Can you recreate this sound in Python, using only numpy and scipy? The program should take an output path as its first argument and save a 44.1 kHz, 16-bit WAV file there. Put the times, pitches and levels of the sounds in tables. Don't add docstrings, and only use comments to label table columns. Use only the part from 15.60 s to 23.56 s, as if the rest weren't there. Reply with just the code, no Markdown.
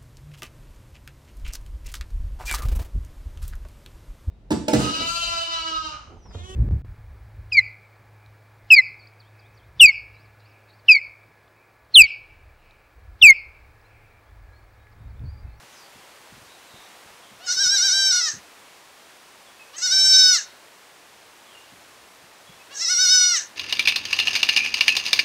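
import sys
import numpy as np
from scipy import signal
from scipy.fft import rfft, irfft, next_fast_len
from scipy.io import wavfile
from scipy.ndimage import uniform_filter1d, map_coordinates

SR = 44100
rng = np.random.default_rng(int(sys.argv[2]) if len(sys.argv) > 2 else 0)


def wav_out(sig):
    wavfile.write(sys.argv[1], SR, np.round(np.clip(np.atleast_2d(sig).T, -1, 1) * 32767).astype(np.int16))


N = 351036
TOP_HZ = 15720

# (frequency [Hz], relative density [dB per Hz])
AIR_SPECTRUM = [(15, -46), (25, -16), (27, -30), (37, -29), (56, -15), (101, -14.5), (221, -9), (359, -4.5),
                (399, -4.5), (631, -3), (1080, -2.5), (1300, -4.5), (2170, -5.5), (8810, -15),
                (15500, -23.5)]
AIR_DB = -49.5
# (time [s], level [dB])
RUMBLE_LEVEL = [(0, -73.5), (2.4, -74), (3.1, -80), (5.6, -78), (6.2, -72), (7.9, -74)]
# (time [s], peak [dB])
BUMP_TIMES = [(0.022, -52), (0.343, -48), (0.375, -53), (0.717, -45.5), (0.765, -47.5), (0.81, -49),
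              (1.132, -44.5), (1.45, -52), (1.71, -47.5), (1.959, -50), (2.05, -42.5), (2.728, -42),
              (2.758, -46), (6.118, -49), (6.631, -51), (6.886, -45), (7.531, -52)]
# (centre [Hz], width [Hz], level [dB])
BUMP_RESONANCES = [(98, 140, 0), (173, 156, 1)]
# (time [s], length [s], start pitch [Hz], end pitch [Hz], level [dB], hoarseness [about 0-1])
BIRD_CHIRPS = [(.09, 0.14, 6770, 5600, -60, 0.8), (.12, 0.17, 5350, 4470, -57.5, 0.6),
               (.86, 0.1, 3800, 3810, -60, 0.85), (1.03, 0.29, 3830, 3590, -59, 1.07),
               (1.21, .08, 6000, 5850, -63, .5), (1.58, 0.16, 3405, 3200, -60, 0.88),
               (3.859, 0.039, 3520, 3290, -56, 0.3), (3.989, 0.055, 2610, 2515, -50.5, 0),
               (5.84, 0.13, 3550, 2870, -59, .5), (5.94, 0.046, 2844, 2777, -49, 0.25),
               (6.864, 0.032, 3420, 3300, -52, 0.2), (6.99, 0.044, 2570, 2570, -54.5, 0.16)]
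# (frequency [Hz], time to fall 60 dB [s])
YARD_DECAY = [(500, 0.6), (4000, 0.42), (7000, 0.17), (14000, 0.043)]
# (delay [s], level [dB])
STEP_ECHOES = [(.0031, -50), (.0074, -18), (0.0118, -17.5), (.021, -23.5), (.034, -19)]

# (frequency [Hz], relative density [dB per Hz])
LIP_SPECTRUM = [(1000, -23), (3000, -10), (5000, -8), (6000, -12), (8000, 2), (9000, -12), (13000, -17),
                (15500, -33)]
# (centre [Hz], width [Hz], level [dB])
NOSE_RESONANCES = [(630, 410, -15), (1230, 1030, -0.5), (2100, 660, -16), (2970, 700, 2), (4000, 1700, 0),
                   (5500, 1400, -2)]
# (centre [Hz], width [Hz],
# level [dB])
VOWEL_RESONANCES = [
    [(1530, 360, -9.5), (1985, 174, -10), (3200, 330, -20), (3850, 170, -4)],
    [(1535, 400, -9.5), (1974, 210, -6.5), (3000, 260, -22.5), (3812, 160, -1.5)],
    [(1480, 184, -9.5), (1980, 440, -12.5), (2850, 650, -22.5), (3792, 165, -5)],
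]
# (centre [Hz], width [Hz], level [dB])
OPEN_RESONANCES = [(4396, 1280, -9.5), (5308, 296, 3), (5793, 654, 0.5), (7830, 1090, -20.5),
                   (10300, 1100, -35), (12560, 2400, -38.5)]
# (centre [Hz], width [Hz], level [dB])
SHUT_RESONANCES = [(1673, 280, -1.5), (2820, 850, -16), (4200, 460, -11.5), (5810, 860, -2),
                   (6380, 720, 1.5), (7470, 830, -10.5), (12000, 3300, -51)]
# (start [s], hum length [s], mouth opening time [s],
# loudest at [s], release at [s], peak level [dB], swell [dB/s], pitch [Hz],
# pitch rise time [s], pitch drop at [s], drop time [s], base roughness [0-1])
BLEAT_GESTURES = [(1.78, 0.079, 0.022, 2.51, 2.688, -17.5, 3, 855.7, 0.052, 2.66, .035, .105),
                  (4.128, 0.039, .036, 4.604, 4.75, -11, 20.5, 815, .07, 4.77, .015, 0.08),
                  (7.101, 0.039, 0.04, 7.55, 7.774, -13.5, 22, 799.3, .088, 7.768, .018, .095)]
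# (time [s], half length [s], pitch dip [Hz],
# level dip [dB], added brightness [dB per octave], added roughness [0-1])
VOICE_CATCHES = [(1.893, .031, 95, -0.5, -2.5, 0.03), (1.94, .017, 128, 5.5, 2.5, 0.38),
                 (1.961, .012, 5, 7.5, 3.5, .15), (1.982, .021, 80, 2, 0.5, 0),
                 (2.068, .04, 92, -0.5, 1, 0.16), (2.197, .035, 91, 0, 1, 0.4),
                 (2.304, .027, 72, 0.5, 1, 0.18), (2.53, .015, 53, 0.5, 1, 0.06),
                 (2.568, .013, 30, -1.5, 1, 0.03), (2.618, 0.019, 50, 2, 2, 0),
                 (4.209, .013, 44, 9, 2.5, .35), (4.291, .025, 58.6, 4.5, 2, .15),
                 (4.37, .035, 11, 0, 0, 0), (7.179, .037, 122, 3, 4.5, 0), (7.194, .008, 8, 2, 1, 0.2),
                 (7.27, .028, 101, 2.5, 2, 0.2), (7.362, 0.029, 57, 3, 2, 0.1),
                 (7.471, .025, 32.8, 2, 1, .04)]

SCOOP_HZ, SAG_HZ_PER_S, DROP_HZ = 290, 120, 220.1
HUM_DB, HUM_SWELL_DB_PER_S = -41, 190
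FADE_DB_PER_S, RELEASE_DB_PER_S, RELEASE_S = 36, 238, .11
FULL_DB = -10
MOUTH_WIDE = 0.96
PALATE_S = .0055
SHUT_LAG = .6
CRACK_ROUGH, CRACK_DELAY_S, CRACK_S = 0.52, .012, .014
CRACK_LEAD = 0.86
HOARSE_LAG, HOARSE_S = 1.08, .011
BRIGHT_DB, BRIGHT_PER_DB = 1.78, 0.31
HUM_BRIGHT_DB, HUM_BRIGHT_PER_DB = 3, 0.65


def amp(db):
    return 10 ** (np.asarray(db) / 20)


def unit(x):
    return x / np.sqrt(np.mean(x ** 2) + 1e-20)


def along(points, hz):
    f, v = np.transpose(points)
    return np.interp(np.log(hz + 1), np.log(f + 1), v)


def curves(rows, t):
    s, *columns = np.transpose(rows)
    return [np.interp(t, s, column) for column in columns]


def wobble(rate, size):
    knots = rng.standard_normal(int(size * rate / SR) + 4)
    return map_coordinates(knots, [np.arange(size) * rate / SR])


def bell(t, centre, width):
    return np.exp(-((t - centre) / width) ** 2)


def switch(t, centre, width):
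    return .5 + .5 * np.tanh((t - centre) / (2 * width))


def filtered(x, response):
    m = next_fast_len(len(x) + SR // 4)
    return irfft(rfft(x, m) * response(np.fft.rfftfreq(m, 1 / SR)), m)[:len(x)]


def resonate(x, modes, size=4096):
    hz = np.fft.rfftfreq(size, 1 / SR)
    power = sum((amp(db) / (1 + (2 * (hz - c) / w) ** 2)) ** 2 for c, w, db in modes)
    gain = np.sqrt(power)
    gain *= hz ** 2 / (hz ** 2 + (modes[0][0] / 2) ** 2)
    cepstrum = irfft(np.log(gain + 1e-6))
    cepstrum[1:size // 2] *= 2
    cepstrum[size // 2 + 1:] = 0
    impulse = irfft(np.exp(rfft(cepstrum)))
    return signal.fftconvolve(x, impulse)[:len(x)]


def outdoors(drift_db=0.63):
    hiss = unit(filtered(rng.standard_normal(N), lambda hz: amp(along(AIR_SPECTRUM, hz))))
    rumble = unit(resonate(rng.standard_normal(N), [(90, 160, 0)]))
    rumble_db, = curves(RUMBLE_LEVEL, np.arange(N) / SR)
    return hiss * amp(AIR_DB + drift_db * wobble(2.82, N)) + rumble * amp(rumble_db)


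def bumps(t60=0.052, rise=.014, gain_db=1):
    out, t = np.zeros(N + SR), np.arange(SR // 5) / SR
    for s, db in BUMP_TIMES:
        burst = rng.standard_normal(len(t)) * amp(-60 * t / t60) * (1 - np.exp(-t / rise)) ** 2
        thud = resonate(burst, BUMP_RESONANCES)
        out[round(s * SR):][:len(t)] += amp(db + gain_db) * thud / np.abs(thud).max()
    return out[:N]


def birds(scatter=0.0507):
    out = np.zeros(N + SR)
    for s, length, start_hz, end_hz, db, hoarse in BIRD_CHIRPS:
        n = round(length * SR)
        hz = np.linspace(start_hz, end_hz, n) * (1 + scatter * hoarse * wobble(601, n))
        whistle = np.sin(2 * np.pi * np.cumsum(hz) / SR) * signal.windows.tukey(n, .7)
        out[round(s * SR):][:n] += amp(db) * unit(whistle)
    return out[:N]


def yard(x):
    hz, t, z = signal.stft(rng.standard_normal(SR // 2), SR, nperseg=256)
    decay = amp(-60 * t / along(YARD_DECAY, hz)[:, None])
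    tail = signal.istft(z * decay, SR, nperseg=256)[1]
    return signal.fftconvolve(x, tail / np.linalg.norm(tail))[:N]


def steps(x):
    return x + sum(amp(db) * np.pad(x, (round(delay * SR), 0))[:N] for delay, db in STEP_ECHOES)


def folds(phase, hz, bright, flutter_db, count=26):
    k = np.arange(1, count)[:, None]
    flutter = np.array([wobble(44.86, len(hz)) for _ in k])
    size = amp(bright * np.log2(k) + flutter_db * flutter) * (k * hz < SR / 2)
    return (size * np.cos(k * phase)).sum(0) / np.sqrt((size ** 2).sum(0) / 2)


def quavers(t):
    s, width, dip_hz, dip_db, edge, rough = np.transpose(VOICE_CATCHES)
    catches = bell(t[:, None], s, width)
    cracks = bell(t[:, None], s - CRACK_LEAD * width, CRACK_S)
    return catches @ dip_hz, catches @ dip_db, catches @ edge, cracks @ rough


def gesture(start, hum_s, open_s, loudest, release, peak_db, swell, pitch_hz, rise_s, drop, drop_s, roughness):
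    t = np.arange(round(start * SR), min(round((release + RELEASE_S) * SR), N)) / SR
    age, opens = t - start, start + hum_s
    opening = 1 - np.exp(-np.maximum(t - opens, 0) / open_s)
    slack = switch(t, drop, drop_s)
    dip_hz, dip_db, edge, cracks = quavers(t)

    open_db = peak_db + np.minimum(swell * (t - loudest), FADE_DB_PER_S * (loudest - t))
    push_db = open_db - FULL_DB
    hum_db = HUM_DB + HUM_SWELL_DB_PER_S * np.minimum(t - opens, 0)
    level = (1 - opening) * hum_db + opening * open_db - dip_db
    level -= RELEASE_DB_PER_S * np.maximum(t - release, 0)

    pitch = pitch_hz - SCOOP_HZ * np.exp(-age / rise_s) - SAG_HZ_PER_S * age - DROP_HZ * slack - dip_hz
    nose = 1 - switch(t, opens, PALATE_S)
    mouth = opening ** 2 * MOUTH_WIDE * (1 - switch(t, drop + SHUT_LAG * drop_s, drop_s))
    bright = BRIGHT_DB + BRIGHT_PER_DB * push_db + edge
    bright += nose * (HUM_BRIGHT_DB + HUM_BRIGHT_PER_DB * (hum_db - HUM_DB))

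    opening_crack = CRACK_ROUGH * bell(t, opens + CRACK_DELAY_S, CRACK_S)
    final_rasp = switch(t, drop + HOARSE_LAG * drop_s, HOARSE_S)
    rough = roughness + cracks + opening_crack + final_rasp
    return pitch, level, bright, np.clip(rough, 0, 1), np.clip(mouth, 0, 1), nose


def bleat(call, vowel, jitter=0.0283, waver=0.00213, tremor=0.00223, shimmer_db=3, rasp=0.39,
          flutter_db=1.46, rough_flutter_db=6.5, hiss_db=-30.5, doubling=.17):
    pitch, level, bright, rough, mouth, nose = gesture(*call)
    start, n = round(call[0] * SR), len(pitch)
    drift = waver * wobble(69.1, n) + tremor * wobble(23.9, n)
    hz = pitch * (1 + drift + jitter * rough * wobble(520, n))
    phase = 2 * np.pi * np.cumsum(hz) / SR
    pulses = folds(phase, hz, bright, flutter_db + rough_flutter_db * rough)
    pulses *= amp(shimmer_db * rough * wobble(260, n))
    pulses *= 1 + doubling * rough * np.cos(phase / 2)
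    air, lip_air = rng.standard_normal((2, n)) * (1 + np.cos(phase))
    source = (1 - rough ** 2) * pulses + rasp * rough * unit(air)

    open_voice = unit(resonate(source, vowel + OPEN_RESONANCES))
    shut_voice = unit(resonate(source, SHUT_RESONANCES))
    oral = mouth * open_voice + (1 - mouth) * shut_voice
    voice = (1 - nose) * oral + nose * unit(resonate(source, NOSE_RESONANCES))
    voice /= np.sqrt(np.abs(uniform_filter1d(voice ** 2, size=900)) + 1e-20)
    hiss = amp(hiss_db) * unit(filtered(lip_air, lambda f: amp(along(LIP_SPECTRUM, f))))
    sound = (voice + hiss) * amp(level) * signal.windows.tukey(n, .03)
    return np.pad(sound, (start, N - start - n))


def scene(kid_db=0.5, kid_wet_db=-17, bird_db=-2, bird_wet_db=-6):
    kid = amp(kid_db) * sum(bleat(call, vowel) for call, vowel in zip(BLEAT_GESTURES, VOWEL_RESONANCES))
    song = birds()
    direct = steps(kid) + amp(bird_db) * song
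    tail = yard(amp(kid_wet_db) * kid + amp(bird_wet_db) * song)
    mono = direct + tail + bumps() + outdoors()
    return np.array([mono, mono])


def record(dry):
    return np.array([filtered(channel, lambda hz: hz < TOP_HZ) for channel in dry])


dry = scene()
out = record(dry)
wav_out(out)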